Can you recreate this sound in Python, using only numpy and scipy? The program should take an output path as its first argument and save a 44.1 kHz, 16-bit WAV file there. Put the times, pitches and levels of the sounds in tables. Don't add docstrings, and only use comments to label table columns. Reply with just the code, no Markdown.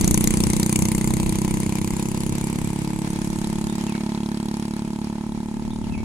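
import sys
import numpy as np
from scipy import signal
from scipy.fft import rfft, irfft
from scipy.io import wavfile
from scipy.ndimage import uniform_filter1d

SR = 44100
rng = np.random.default_rng(int(sys.argv[2]) if len(sys.argv) > 2 else 0)


def store_wav(level_fs):
    pcm = np.round(np.clip(np.atleast_2d(level_fs), -1, 1) * 32767)
    wavfile.write(sys.argv[1], SR, pcm.T.astype(np.int16))


N = 266364
TIME_S = np.arange(N) / SR
SPECTRUM_HZ = np.maximum(np.arange(N // 2 + 1) * SR / N, 1)


def from_db(db):
    return 10 ** (np.asarray(db) / 20)

def over_time(points):
    return np.interp(TIME_S, *np.transpose(points))

def over_pitch(points):
    hz, values = np.transpose(points)
    return np.interp(np.log(SPECTRUM_HZ), np.log(hz), values)

def swell(peak_s, half_s):
    return np.exp(-((TIME_S - peak_s) / half_s) ** 2)

def drift(rate_hz):
    step = 40
    r = np.exp(-2 * np.pi * step * rate_hz / SR)
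    slow = signal.lfilter([1], [1, -2 * r, r * r], rng.standard_normal(N // step + 2002))[2000:]
    return np.interp(np.arange(N) / step, np.arange(len(slow)), slow / slow.std())

def evened(x):
    power = np.mean(np.atleast_2d(x) ** 2, axis=0)
    return x / np.sqrt(uniform_filter1d(uniform_filter1d(power, SR // 4), SR // 4) + 1e-20)

def coloured(spectrum, channels=2):
    low_cut = np.minimum(SPECTRUM_HZ / spectrum[0][0], 1) ** 2
    high_cut = np.minimum(spectrum[-1][0] / SPECTRUM_HZ, 1) ** 2
    white = rfft(rng.standard_normal((channels, N)))
    noise = irfft(white * from_db(over_pitch(spectrum)) * low_cut * high_cut, N)
    return noise / noise.std()

def flickering(noise, depth_db, band_hz, count=5):
    band = (SPECTRUM_HZ // band_hz).astype(int) % count
    spectrum = rfft(noise)
    return sum(irfft(spectrum * (band == k), N) * from_db(depth_db * drift(37)) for k in range(count))

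def delayed(x, seconds):
    return np.interp(np.arange(N) - seconds * SR, np.arange(N), x, left=0)

def stereo(x, lead_s, left_db):
    left = delayed(x, lead_s / 2) * from_db(left_db / 2)
    right = delayed(x, -lead_s / 2) * from_db(-left_db / 2)
    return np.array([left, right])

# time_s, lead_ms
RIGHT_LEAD = [(0, .48), (1.3, .45), (3.2, .33), (6.04, .31)]

def from_bike(x, left_db):
    return stereo(x, over_time(RIGHT_LEAD) / 1000, left_db)

# pitch_hz, likeness (0 to 1)
STEREO_LIKENESS = [(100, 0.72), (300, 0.99), (650, 0.47), (1400, 0), (16000, 0)]

def all_round(pair):
    alike = np.clip(over_pitch(STEREO_LIKENESS), 0, 1)
    mid, side = rfft(pair)
    return irfft(np.sqrt((1 + alike) / 2) * mid + np.sqrt((1 - alike) / 2) * side * [[1], [-1]], N)

def countryside(x, fade_s):
    age = np.arange(SR // 2) / SR
    scatter = rng.standard_normal((2, len(age))) * from_db(-60 * age / fade_s)
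    scatter *= 1 - np.exp(-age / 0.0028)
    scatter /= np.sqrt(np.sum(scatter[0] ** 2))
    scatter = signal.sosfilt(signal.butter(1, 5000, fs=SR, output="sos"), scatter)
    return all_round(signal.fftconvolve(x, scatter, axes=1)[:, :N])

CLOSEST_M, SPEED_M_PER_S = 12.25, 9.2
DISTANCE_M = np.hypot(CLOSEST_M, SPEED_M_PER_S * TIME_S)

def receding(near_db, doubling_db, facing_db, facing_s):
    doublings = np.log2(DISTANCE_M / CLOSEST_M)
    return from_db(near_db - doubling_db * doublings + facing_db * swell(facing_s, half_s=0.94))

# time_s, share (0 = side on, 1 = from behind)
TAIL_TURN = [(0, 0), (1.7, 0.06), (2.8, 0.28), (3.3, 0.78), (3.9, 0.77), (4.6, 0.76), (6.04, 0.98)]

def turned():
    return np.clip(over_time(TAIL_TURN), 0, 1)

# time_s, firings_per_s
ENGINE_SPEED = [(0, 30.17), (.33, 30.75), (.66, 31.13), (.995, 31.759), (1.758, 32.879), (2.969, 35.083),
                (3.473, 35.405), (4.742, 35.725), (5.649, 36.495), (6.04, 37.124)]

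def firings(first_s, jitter_s):
    cycles = np.cumsum(over_time(ENGINE_SPEED)) / SR
    cycles -= cycles[round(first_s * SR)]
    at = np.nonzero(np.diff(np.floor(cycles)))[0]
    jitter = np.round(rng.normal(0, 1, len(at)) * jitter_s * SR).astype(int)
    return np.clip(at + jitter, 0, N - 1)

def ringing(tones, at, force_db, uneven_db):
    behind, out = turned()[at], np.zeros(N)
    for hz, width_hz, sign, side_db, behind_db in tones:
        heard = (1 - behind) * from_db(side_db) + behind * from_db(behind_db)
        pushes = np.zeros(N)
        pushes[at] = np.sign(sign) * heard * from_db(force_db + uneven_db * rng.standard_normal(len(at)))
        decay, angle = np.exp(-np.pi * width_hz / SR), 2 * np.pi * hz / SR
        out += signal.lfilter([0, np.sin(angle)], [1, -2 * decay * np.cos(angle), decay ** 2], pushes)
    return evened(out)

# pitch_hz, width_hz, sign (push or pull), side_db, behind_db
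SILENCER_TONES = [(114.4, 66.5, -1, -15.5, -39), (211.8, 49.4, 1, -11.5, -21), (230.5, 28.5, 1, -29, -14),
                  (244.7, 34, -1, -21.5, -31.5), (309.2, 31.7, 1, -21, -28.5), (334, 31, 1, -37, -47),
                  (371, 66, -1, -28.5, -33), (508, 48, -1, -34.5, -59)]

def silencer_thump(at, force):
    thump = ringing(SILENCER_TONES, at, 0.43 * force, uneven_db=0.23)
    echo = delayed(thump, seconds=0.01482 * CLOSEST_M / DISTANCE_M)
    echo = signal.sosfilt(signal.butter(2, 420, fs=SR, output="sos"), echo)
    thump = evened(thump + 0.4 * swell(3.14, half_s=0.92) * echo)
    thump *= receding(near_db=-20.5, doubling_db=4.0, facing_db=2.0, facing_s=4.1)
    return stereo(thump, lead_s=0.00006, left_db=-1.5)

# pitch_hz, width_hz, sign (push or pull), side_db, behind_db
TAILPIPE_TONES = [(636, 41.4, -1, -39.5, -36), (821, 180, 1, -53, -32.5), (884, 94, -1, -24.5, -20.5),
                  (965, 42, -1, -34.5, -42), (1077, 81, 1, -32.5, -37), (1327, 60, 1, -48, -40)]
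# delay_s, level_db
BARK_ECHOES = [(.0078, -36), (0.0205, -14)]

def tailpipe_bark(at, force, hard_db):
    bark = delayed(ringing(TAILPIPE_TONES, at, 0.11 * force, uneven_db=1.4), seconds=0.00097)
    bark = evened(bark + sum(from_db(db) * delayed(bark, s) for s, db in BARK_ECHOES))
    bark *= receding(near_db=-39.5, doubling_db=2.5, facing_db=1.5, facing_s=3.96)
    alongside_db = -6 * swell(0, half_s=0.42)
    return stereo(bark * from_db(alongside_db - 0.15 * hard_db), lead_s=0.000096, left_db=1.5)

def gas_bursts(spectrum, at, force_db, late_s, rise_s, snap_s, tail_s, tail_db, left_db):
    pushes, age = np.zeros(N), np.arange(SR // 20) / SR
    pushes[at] = from_db(force_db)
    opening = (1 + np.tanh((age - late_s) / rise_s)) / 2
    open_s = np.maximum(age - late_s, 0)
    snap = signal.fftconvolve(pushes, opening * np.exp(-open_s / snap_s))[:N]
    tail = signal.fftconvolve(pushes, opening * np.exp(-open_s / tail_s))[:N] * from_db(tail_db)
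    side = coloured([(hz, db) for hz, db, _ in spectrum], channels=3)
    behind = coloured([(hz, db) for hz, _, db in spectrum], channels=3)
    turn = turned()
    noise = flickering(np.sqrt(1 - turn) * side + np.sqrt(turn) * behind, depth_db=3.0, band_hz=1100)
    pair = from_bike(np.hypot(snap, tail) * noise[0], left_db=-1) + tail * noise[1:]
    balance_db = left_db * (1 - 1.4 * turn)
    return evened(pair * from_db([balance_db / 2, -balance_db / 2]))

# pitch_hz, side_db, behind_db
RASP_COLOUR = [(490, -9, -12), (960, 9, 3), (1580, -7, 10), (1780, -13, 9.5), (2077, 5.5, -7),
               (3080, -2.5, -2.5), (3310, 0, 9), (3540, -2, -19), (3900, -1, 8), (4320, -5.5, 1),
               (4230, 3.5, 2), (5180, -9, 1), (7000, -16, -6.5)]

def gas_rasp(at, force, hard_db):
    rasp = gas_bursts(RASP_COLOUR, at, 0.44 * force, late_s=0.0013, rise_s=0.00048,
                      snap_s=0.0013, tail_s=0.0068, tail_db=-9.5, left_db=1.6)
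    rasp *= receding(near_db=-34.0, doubling_db=9.0, facing_db=7.0, facing_s=4.23)
    return rasp * from_db(0.16 * hard_db)

# pitch_hz, side_db, behind_db
CRACK_COLOUR = [(3000, -53, -18), (4870, -15.5, -4), (6320, 2.5, -4.5), (8050, 2, 9), (8300, 1.5, -25),
                (10300, 3.5, 4), (12200, -6, -10.5), (14300, -6, -32), (15700, -18, -30)]

def gas_crack(at, force, hard_db):
    crack = gas_bursts(CRACK_COLOUR, at, 0.38 * force, late_s=0.0014, rise_s=0.00012,
                       snap_s=0.0003, tail_s=0.0029, tail_db=20, left_db=4.5)
    crack *= receding(near_db=-27.0, doubling_db=14.0, facing_db=5.5, facing_s=3.73)
    return crack * from_db(hard_db)

# time_s, crack_change_db
FIRING_SPELLS = [(.14, 0.5), (.42, -3.5), (1.17, -3), (1.65, -2.5), (2.42, 2.5), (2.9, -4), (4.1, -11.5),
                 (4.62, 4), (5.25, -8)]

def exhaust():
    hard_db = sum(db * swell(s, half_s=0.16) for s, db in FIRING_SPELLS)
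    at = firings(first_s=0.0096, jitter_s=0.00008)
    force = rng.standard_normal(len(at))
    direct = silencer_thump(at, force) + tailpipe_bark(at, force, hard_db)
    direct += gas_rasp(at, force, hard_db) + gas_crack(at, force, hard_db)
    direct += gas_spits(width_hz=360, fall_s=0.00076)
    return direct + from_db(-17) * countryside(direct, fade_s=0.4)

# pitch_hz, level_db
HISS_COLOUR = [(3500, -57), (5300, -20), (6500, 3.5), (8400, 4), (10800, 2), (12500, -13), (15000, -37)]

def chain_hiss():
    noise = flickering(coloured(HISS_COLOUR, channels=3), depth_db=3.5, band_hz=700)
    hiss = evened(from_bike(noise[0], left_db=12.5) + noise[1:]) * from_db(0.78 * drift(17))
    return hiss * receding(near_db=-36.5, doubling_db=8.5, facing_db=2.5, facing_s=3.3)

# pitch_hz, level_db
ROAR_COLOUR = [(100, 8.5), (300, 12), (550, 7.5), (900, 10.5), (1500, 2.5), (2250, 8), (3200, 2),
               (4500, 1.5), (6000, 0.5), (9000, -9.5)]

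def tyre_roar():
    roar = from_db(2.5 * drift(26.6)) * all_round(coloured(ROAR_COLOUR))
    return roar * receding(near_db=-39.5, doubling_db=4.0, facing_db=3.5, facing_s=3.3)

# pitch_hz, level_db
BREEZE_COLOUR = [(12, -4), (40, -3.5), (80, -5), (150, -9), (300, -15), (600, -31.5), (1500, -78)]
# time_s, level_db
BREEZE_LEVEL = [(0, -22), (1.0, -28), (2.3, -30.5), (2.7, -35), (3.6, -33), (4.0, -45.5), (5.3, -42),
                (6.04, -27.5)]

def breeze():
    air = coloured(BREEZE_COLOUR, channels=3)
    rumble = evened(0.44 * air[0] + 1.03 * air[1:])
    return rumble * from_db(over_time(BREEZE_LEVEL) + 2.0 * drift(6.4))

# start_s, peak_db, pitch_hz
GAS_SPITS = [(0.078, -8, 6800), (0.1755, -9.5, 10300), (0.241, -5.5, 11900), (0.2737, -6.5, 7000),
             (0.4377, -12, 5640), (0.5656, -16, 7240), (0.6305, -16, 4670), (0.7267, -12, 8850),
             (0.7604, -4, 7650), (4.063, -32, 3900)]

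def gas_spits(width_hz, fall_s):
    out, age = np.zeros(N), np.arange(SR // 50) / SR
    for start_s, db, hz in GAS_SPITS:
        puff = rng.standard_normal(len(age)) * np.exp(-age / fall_s)
        ring = signal.lfilter(*signal.iirpeak(hz, hz / width_hz, fs=SR), puff)
        first = int(start_s * SR)
        out[first:first + len(age)] += from_db(db) * ring / np.abs(ring).max()
    return from_bike(out, left_db=4)

# peak_s, half_length_s, level_db
WIND_PUFFS = [(0.832, 0.04, -21), (5.896, 0.044, -30.5)]
# pitch_hz, level_db
PUFF_COLOUR = [(60, -6), (160, 14), (320, -30), (600, -14), (1200, -25)]

def wind_puffs():
    push = sum(from_db(db) * swell(s, half_s) for s, half_s, db in WIND_PUFFS)
    return push * coloured(PUFF_COLOUR)

# start_s, level_db
BIRD_PEEPS = [(2.41, -43.5), (2.645, -48)]
# after_s, length_s, start_hz, middle_hz, end_hz, level_db
BIRD_PHRASE = [(0, 0.036, 3220, 3720, 3180, -6), (0.12, 0.0306, 3340, 3000, 2780, -8.5),
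               (0.201, .056, 2500, 2620, 2130, -2), (.255, 0.059, 2106, 2250, 2130, -8.5)]
# start_s, level_db, stretch (above 1 is slower)
BIRD_SONGS = [(3.68, -40.5, .94), (5.701, -42.5, 1.02)]

def bird():
    peep_s, peep_hz = 0.032, (2380, 2325, 2270)
    notes = [(s, peep_s, *peep_hz, db) for s, db in BIRD_PEEPS]
    for start_s, song_db, stretch in BIRD_SONGS:
        for after_s, length_s, *slide_hz, db in BIRD_PHRASE:
            notes.append((start_s + stretch * after_s, stretch * length_s, *slide_hz, song_db + db))
    song, waver = np.zeros(N), drift(210)
    for start_s, length_s, *slide_hz, db in notes:
        progress, first = np.linspace(0, 1, int(length_s * SR)), min(int(start_s * SR), N)
        hz = np.polyval(np.polyfit([0, 0.5, 1], slide_hz, 2), progress)
        hz *= 1 + 0.03 * np.roll(waver, -first)[:len(hz)]
        note = from_db(db) * np.sin(np.pi * progress) * np.sin(2 * np.pi * np.cumsum(hz) / SR)
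        song[first:first + len(note)] += note[:N - first]
    song = stereo(song * from_db(2.0 + 4.1 * drift(120)), lead_s=0, left_db=-2)
    return song + from_db(1.5) * countryside(song, fade_s=0.34)

def scene():
    return exhaust() + chain_hiss() + tyre_roar() + breeze() + wind_puffs() + bird()

def record(dry):
    dry = signal.sosfilt(signal.butter(1, 12, "high", fs=SR, output="sos"), dry)
    return signal.sosfilt(signal.ellip(10, 0.2, 80, 16000, fs=SR, output="sos"), dry)


dry = scene()
out = record(dry)
store_wav(out)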